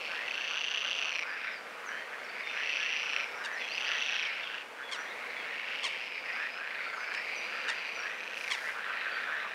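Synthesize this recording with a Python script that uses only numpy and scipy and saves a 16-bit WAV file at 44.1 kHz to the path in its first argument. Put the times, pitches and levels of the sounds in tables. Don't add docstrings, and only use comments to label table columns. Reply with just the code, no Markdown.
import sys
import numpy as np
from scipy import signal
from scipy.fft import rfft, irfft
from scipy.io import wavfile
from scipy.ndimage import uniform_filter1d

SR = 44100
rng = np.random.default_rng(int(sys.argv[2]) if len(sys.argv) > 2 else 0)


def waveform_to_disk(signal):
    frames = np.transpose(np.atleast_2d(signal))
    scaled = np.clip(frames, -1, 1) * 32767
    samples = np.round(scaled).astype(np.int16)
    wavfile.write(sys.argv[1], SR, samples)


N = 420713
T = np.arange(N) / SR


def near_frogs():
    # (start [s], end [s], note rate [1/s], ring of the full sacs [Hz], final sag [share], level [dB],
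    #  overtone [Hz], overtone level [dB], echo against direct [dB])
    rattles = [ (-.28, .22, 29.7, 2540, 0.03, -46, 5360, -13, 0),
               (-.31, 1.2, 30.9, 2700, .07, -41, 4450, -13.5, -20),
               (.283, 1.25, 30.8, 2840, .2, -35.6, 6050, -15, -17),
               (1.2, 1.56, 30, 2544, 0.14, -43.5, 5600, -18, -2),
               (2.1, 2.74, 30.1, 2205, 0.08, -45, 4550, -22, -16),
               (2.474, 3.25, 31.3, 2700, .09, -35, 5850, -16.5, -6),
               (2.6, 3.44, 34.4, 2256, 0, -45.5, 5340, -16.5, -4),
               (3.617, 4.3, 30.25, 2780, .2, -34.8, 5950, -15.5, -9),
               (3.8, 4.26, 29.8, 3325, 0.06, -40.5, 4600, -21, -7),
               (4.029, 4.4, 30.2, 2420, 0.01, -39.5, 5300, -17, 1),
               (4.13, 4.62, 29.8, 2790, .03, -42, 5300, -28, -3.5),
               (5.05, 5.98, 27.8, 2280, 0.02, -43, 5520, -37, -5),
               (5.44, 6.22, 29, 2780, 0.24, -42, 5450, -20, -5.5),
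               (6.16, 6.95, 29.6, 2495, 0.2, -44, 4750, -21, -7.5),
               (7.02, 8.1, 29.8, 2420, .02, -42, 4740, -11, -3),
               (7.3, 8.2, 29.4, 2560, .03, -45.5, 5980, -18, -6.5),
               (8.206, 8.6, 29.9, 2640, .28, -37.5, 6200, -20, -22),
               (8.65, 9.25, 28.7, 2570, 0.08, -43.5, 4500, -21, -0.5),
               (9.1, 9.8, 30.5, 2510, .1, -46, 5710, -21, 10)]
    direct, send = np.zeros(N), np.zeros(N)
    for *call, echo_db in rattles:
        echo = undb(echo_db)
        rise_s = .00009 + .00019 * echo
        voice = rattle(*call, rise_s) / np.hypot(1, echo)
        direct += voice
        send += voice * echo
    return direct + banks(send, t60=.28)


def rattle(start, end, rate, full_hz, sag, level_db, overtone_hz, overtone_db, rise_s,
           slowing=.08, jitter_s=.0012, uneven_db=2.0, overtone_decay_s=.0014):
    # (offset [s], level [dB], ring [ratio])
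    note_clicks = [(-.0215, -11.5, 1.2), (-.0155, -12.5, 1.08), (-.0093, -6, 1.006), (-.003, -3, 1.01),
                   (.003, -3.5, 1.02)]
    # (frequency [ratio to the ring], level [dB], decay [s])
    sac_modes = [(0.98, 5, 0.0013), (0.76, -2, 0.00022), (1.568, -11.5, 0.0012), (1.97, -16, 0.0011)]
    t = np.arange(start, end, 1 / SR)
    cycles = np.cumsum(rate * np.linspace(1, 1 - slowing, len(t))) / SR
    notes = np.interp(np.arange(int(cycles[-1]) + 1), cycles, t)
    offset, click_db, click_ratio = np.tile(np.transpose(note_clicks), len(notes))
    timing, strength = rng.standard_normal((len(offset), 2)).T
    times = np.repeat(notes, len(note_clicks)) + offset + jitter_s * timing
    age, left = times - start, end - times
    onset, release = ramp(age, length_s=.29), ramp(left, length_s=.058)
    effort = undb(level_db - 6.5 * onset - 3 * release)
    air = 1 - sag * ramp(left, length_s=.33) ** 2
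    ring_hz = full_hz * filling(age, slack=.088) * air
    ratio, mode_db, decay_s = np.transpose(sac_modes)
    hz = np.column_stack([np.outer(ring_hz * click_ratio, ratio), overtone_hz * air ** .36])
    dynamics = np.append(np.ones(len(sac_modes)), .34)
    gains = effort[:, None] * undb(np.outer(click_db + uneven_db * strength, dynamics))
    gains[:, -1] *= -undb(-3.5 * onset)
    mode_db, decay_s = np.append(mode_db, overtone_db), np.append(decay_s, overtone_decay_s)
    voice = sac_clicks(times, gains, hz, mode_db, decay_s, rise_s)
    heard = (times > 0) & (times < T[-1])
    return voice * np.sqrt(np.mean(heard * effort ** 2) * len(t) / np.sum(voice ** 2))


def sac_clicks(times, gains, hz, mode_db, decay_s, rise_s, detune_hz=70, scatter_db=1.5):
    t, out = T[:560], np.zeros(N)
    envelopes = np.exp(-t / decay_s[:, None]) * (1 - np.exp(-t / rise_s))
    chance = rng.standard_normal((len(times), 2, len(mode_db)))
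    for start, gain, mode_hz, (pitch, strength) in zip(times, gains, hz, chance):
        weights = gain * undb(mode_db + scatter_db * strength * (mode_db < 0))
        tones = np.sin(2 * np.pi * (mode_hz + detune_hz * pitch)[:, None] * t)
        add(out, start, weights @ (envelopes * tones))
    return out


def filling(age, slack, fill_s=.14):
    return 1 - slack * np.exp(-np.maximum(age, 0) / fill_s)


def croaks(click_rate=170, jitter_s=.000834, uneven_db=2.5, echo_db=-6):
    # (start [s], length [s], ring of the full sacs [Hz], level [dB])
    calls = [(.08, .24, 2260, -43), (.32, .16, 2138, -45), (0.491, 0.098, 1970, -43),
             (0.687, .09, 2300, -46), (0.814, 0.097, 2072, -44.5), (1.04, 0.081, 1970, -46),
             (1.22, 0.16, 2095, -41.5), (1.36, 0.2, 2450, -47.5), (1.74, .1, 2000, -50),
             (1.83, 0.22, 2100, -42), (2.11, 0.056, 2600, -44), (2.51, 0.17, 2270, -41),
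             (2.75, 0.18, 2280, -42.5), (3.33, 0.3, 2020, -41), (3.82, 0.23, 2270, -41),
             (4.5, 0.09, 2370, -47.5), (4.78, 0.064, 2320, -44), (4.95, 0.094, 2200, -42),
             (5.2, 0.1052, 2130, -46.5), (5.42, .14, 2280, -46), (6.233, 0.16, 2507, -42.5),
             (6.35, 0.14, 2300, -40), (6.55, .15, 2200, -43.5), (6.721, 0.12, 2550, -49),
             (6.96, 0.091, 2000, -41), (7.04, 0.22, 2110, -42), (7.65, .08, 2470, -37),
             (7.97, 0.21, 2158, -41.5), (8.6, .13, 2490, -39.5), (8.74, 0.086, 1990, -45),
             (8.86, 0.096, 2080, -41.5), (9.02, 0.087, 2250, -42), (9.26, 0.15, 2210, -39),
             (9.42, 0.065, 1750, -42)]
    # (frequency [ratio to the ring], level [dB], decay [s])
    ratio, mode_db, decay_s = np.transpose([(.82, -17, .00157), (1, -4, .0021), (1.3, -20, .0016)])
    out = np.zeros(N)
    for start, length, full_hz, level_db in calls:
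        age = np.linspace(0, length, int(length * click_rate))
        strength, timing = rng.standard_normal((len(age), 2)).T
        times = start + age + jitter_s * timing
        swell = (.57 + np.abs(np.sin(np.pi * age / length))) * undb(uneven_db * strength)
        hz = np.outer(full_hz * filling(age, slack=.39), ratio)
        buzz = sac_clicks(times, swell, hz, mode_db, decay_s, rise_s=.00017, detune_hz=58)
        out += buzz * undb(level_db) * np.sqrt(length * SR / np.sum(buzz ** 2))
    return out + undb(echo_db) * banks(out, t60=.17)


def water_bird(roughness=.012, echo_db=-13):
    # (time [s], pitch [Hz], level [dB], trim of the falling tail [dB])
    keks = [(3.459, 928, -35, -8), (4.934, 1090, -32.5, -1), (5.853, 1072, -28.5, -1.5),
            (7.15, 986, -40, -12), (7.701, 909, -31, -7), (8.523, 1082, -29, 0)]
    # (centre offset [s], length [s], start pitch [ratio], end pitch [ratio], level [dB])
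    syllables = [(-.018, 0.0066, 1.05, 1.07, -9), (-.0095, .009, .92, 1.15, -4), (0, .013, .96, 1.02, -3.5),
                 (0.013, .016, .92, .89, -8.5), (0.025, 0.02, .87, .79, -13)]
    # (frequency [Hz], gain [dB])
    throat = [(1000, -3.5), (2100, 0), (3100, 4.5), (4300, -2.5), (5500, -7), (7500, -13.5), (9500, -18.5),
              (12000, -40), (15000, -48)]
    out, harmonics = np.zeros(N), np.arange(1, 15)[:, None]
    for time, pitch_hz, level_db, tail_db in keks:
        for offset, length, first, last, syllable_db in syllables:
            progress = np.linspace(0, 1, int(length * SR))
            waver = unit(uniform_filter1d(rng.standard_normal(len(progress)), size=40))
            hz = pitch_hz * (first + (last - first) * progress) * (1 + roughness * waver)
            partials = np.cos(2 * np.pi * harmonics * np.cumsum(hz) / SR)
            voice = np.sum(spectrum_at(harmonics * hz, throat) * partials, axis=0)
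            envelope = np.sin(np.pi * progress ** 1.08)
            gain = undb(level_db + syllable_db + tail_db * (offset > .005))
            add(out, time + offset - length / 2, -gain * unit(voice * envelope))
    return out + undb(echo_db) * banks(out, t60=.6)


def songbird(waver=.011, flutter_rate=220, flutter_db=4.0, echo_db=-5):
    # (start [s], length [s], start pitch [Hz], end pitch [Hz], level [dB])
    chirps = [(1.258, 0.067, 5400, 4700, -58), (1.51, .08, 5380, 4480, -56.5),
              (1.855, .05, 6750, 5460, -54), (1.9, 0.14, 2950, 3200, -53.5),
              (2.237, 0.035, 6300, 4000, -58), (2.28, 0.038, 4230, 4750, -55),
              (2.429, 0.076, 3620, 3580, -49.5), (3.348, 0.099, 6050, 4900, -61),
              (3.523, 0.093, 6230, 4650, -56.5), (3.603, 0.058, 3540, 3250, -46.5),
              (3.69, 0.082, 3895, 5290, -46.5), (3.858, .037, 4326, 5350, -47),
              (4.428, .057, 3650, 3116, -46), (4.823, 0.088, 3430, 3330, -50),
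              (4.964, 0.065, 5650, 5900, -56), (5.057, .07, 3180, 3880, -53.5),
              (5.26, 0.065, 3370, 4340, -63), (5.36, 0.069, 3470, 3210, -51.5),
              (5.47, .07, 3400, 4300, -62), (6.501, 0.091, 4900, 5230, -56.5),
              (6.924, 0.13, 6980, 5900, -63), (6.957, .08, 5170, 5000, -59), (7.058, .04, 5300, 5220, -57),
              (7.157, 0.053, 5220, 5350, -53), (7.357, .04, 6190, 5680, -51.5),
              (7.411, 0.065, 3500, 4500, -55), (7.944, 0.086, 6050, 5500, -53),
              (9.111, 0.063, 4550, 4600, -54)]
    glide_curve = np.polyfit([0, .5, 1], [0, .58, 1], 2)
    out = np.zeros(N)
    for start, length, first_hz, last_hz, level_db in chirps:
        progress = np.linspace(0, 1, int(length * SR))
        steps = progress * length * flutter_rate
        bend, flutter = (np.interp(steps, np.arange(64), row) for row in rng.standard_normal((2, 64)))
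        hz = (first_hz + (last_hz - first_hz) * np.polyval(glide_curve, progress)) * (1 + waver * bend)
        fades = np.minimum(1, 10 * np.minimum(progress, 1 - progress))
        whistle = np.sin(2 * np.pi * np.cumsum(hz) / SR) * fades * undb(flutter_db * flutter)
        add(out, start, undb(level_db) * unit(whistle))
    return (out + undb(echo_db) * banks(out, t60=.55)) / np.hypot(1, undb(echo_db))


def far_chorus(count=80, low_hz=1600, high_hz=2600, shortest_s=.15, longest_s=.55,
               click_rate=140, throb_hz=29):
    # (time [s], level [dB])
    fader = [(0, -44.5), (.7, -50.5), (1.5, -41), (1.72, -49.5), (2.4, -46), (3, -39.5), (3.3, -46.5),
             (4.3, -40.5), (4.7, -50.5), (5.1, -45), (6.4, -42), (7.6, -42), (8.3, -48.5), (8.8, -40),
             (9.54, -37.5)]
    # (frequency [ratio to the ring], level [dB], decay [s])
    ratio, mode_db, decay_s = np.transpose([(1, -6, .00097), (2.05, -19, .0008)])
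    times, rings, gains = [], [], []
    for k, (when, span, pitch, phase) in enumerate(rng.random((count, 4))):
        start = (k + when) / count * (T[-1] + .5) - .5
        length = shortest_s + (longest_s - shortest_s) * span
        progress = np.sort(rng.random(int(length * click_rate)))
        age = length * progress
        throb = 1 + .6 * np.sin(2 * np.pi * (throb_hz * age + phase))
        times.append(start + age)
        rings.append((low_hz + (high_hz - low_hz) * pitch) * filling(age, slack=.23))
        gains.append(np.sin(np.pi * progress) * throb)
    times, rings, gains = map(np.concatenate, (times, rings, gains))
    voices = unit(sac_clicks(times, gains, np.outer(rings, ratio), mode_db, decay_s, rise_s=.00054))
    return unit(voices + banks(voices, t60=.54)) * undb(np.interp(T, *np.transpose(fader)))


def grebe_splash(peak_s=8.39, attack_s=.2, hold_s=.3, release_s=.32, level_db=-55, drops_per_s=2500):
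    # (frequency [Hz], relative level [dB])
    spray = [(2500, -15), (5000, 9.5), (7500, -5), (9200, -4), (10300, -2), (11800, -14), (13200, -6),
             (15500, -18)]
    drops = rng.standard_normal(N) * (rng.random(N) < drops_per_s / SR)
    fade = np.maximum((peak_s - T) / attack_s, (T - peak_s - hold_s) / release_s)
    return colour(drops, spray) * undb(level_db - 30 * np.maximum(fade, 0))


def hush(level_db=-46, sway_db=1.0):
    # (frequency [Hz], relative level [dB])
    tone_curve = [(25, -45), (75, -22.5), (150, -19.5), (220, -8.5), (350, -9), (480, 1), (750, -1.5),
                  (1400, -2), (2500, -3), (3600, -15.5), (5500, -20), (7500, -25), (11000, -30),
                  (15500, -36)]
    sway = np.interp(T, np.linspace(0, T[-1], 40), rng.standard_normal(40))
    return colour(rng.standard_normal(N), tone_curve) * undb(level_db + sway_db * sway)


def banks(x, t60, predelay_s=.00613):
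    t = T[:SR]
    tail = rng.standard_normal(SR) * np.exp(-np.log(1000) * t / t60) * (t > predelay_s)
    return signal.fftconvolve(x, tail / np.linalg.norm(tail))[:N]


def colour(x, curve):
    hz = np.arange(N // 2 + 1) * SR / N
    return unit(irfft(rfft(x) * spectrum_at(hz, curve), N))


def spectrum_at(hz, curve):
    curve_hz, db = np.transpose(curve)
    return undb(np.interp(np.log(np.maximum(hz, 1)), np.log(curve_hz), db))


def ramp(s, length_s):
    return np.clip(1 - s / length_s, 0, 1)


def add(out, start_s, x):
    i = int(start_s * SR)
    a, b = max(i, 0), min(i + len(x), N)
    if b > a:
        out[a:b] += x[a - i:b - i]


def undb(db):
    return 10 ** (np.asarray(db) / 20)


def unit(x):
    return x / np.sqrt(np.mean(x ** 2) + 1e-18)


def scene(frog_low_hz=900, frog_top_hz=6550):
    sac_band = np.vstack([signal.butter(14, frog_top_hz, fs=SR, output="sos"),
                          signal.butter(2, frog_low_hz, "high", fs=SR, output="sos")])
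    frogs = signal.sosfilt(sac_band, near_frogs() + croaks() + far_chorus())
    return (frogs + water_bird() + songbird() + grebe_splash() + hush())[None]


def record(dry):
    return signal.sosfilt(signal.ellip(10, .2, 70, 15700, fs=SR, output="sos"), dry)


dry = scene()
out = record(dry)
waveform_to_disk(out)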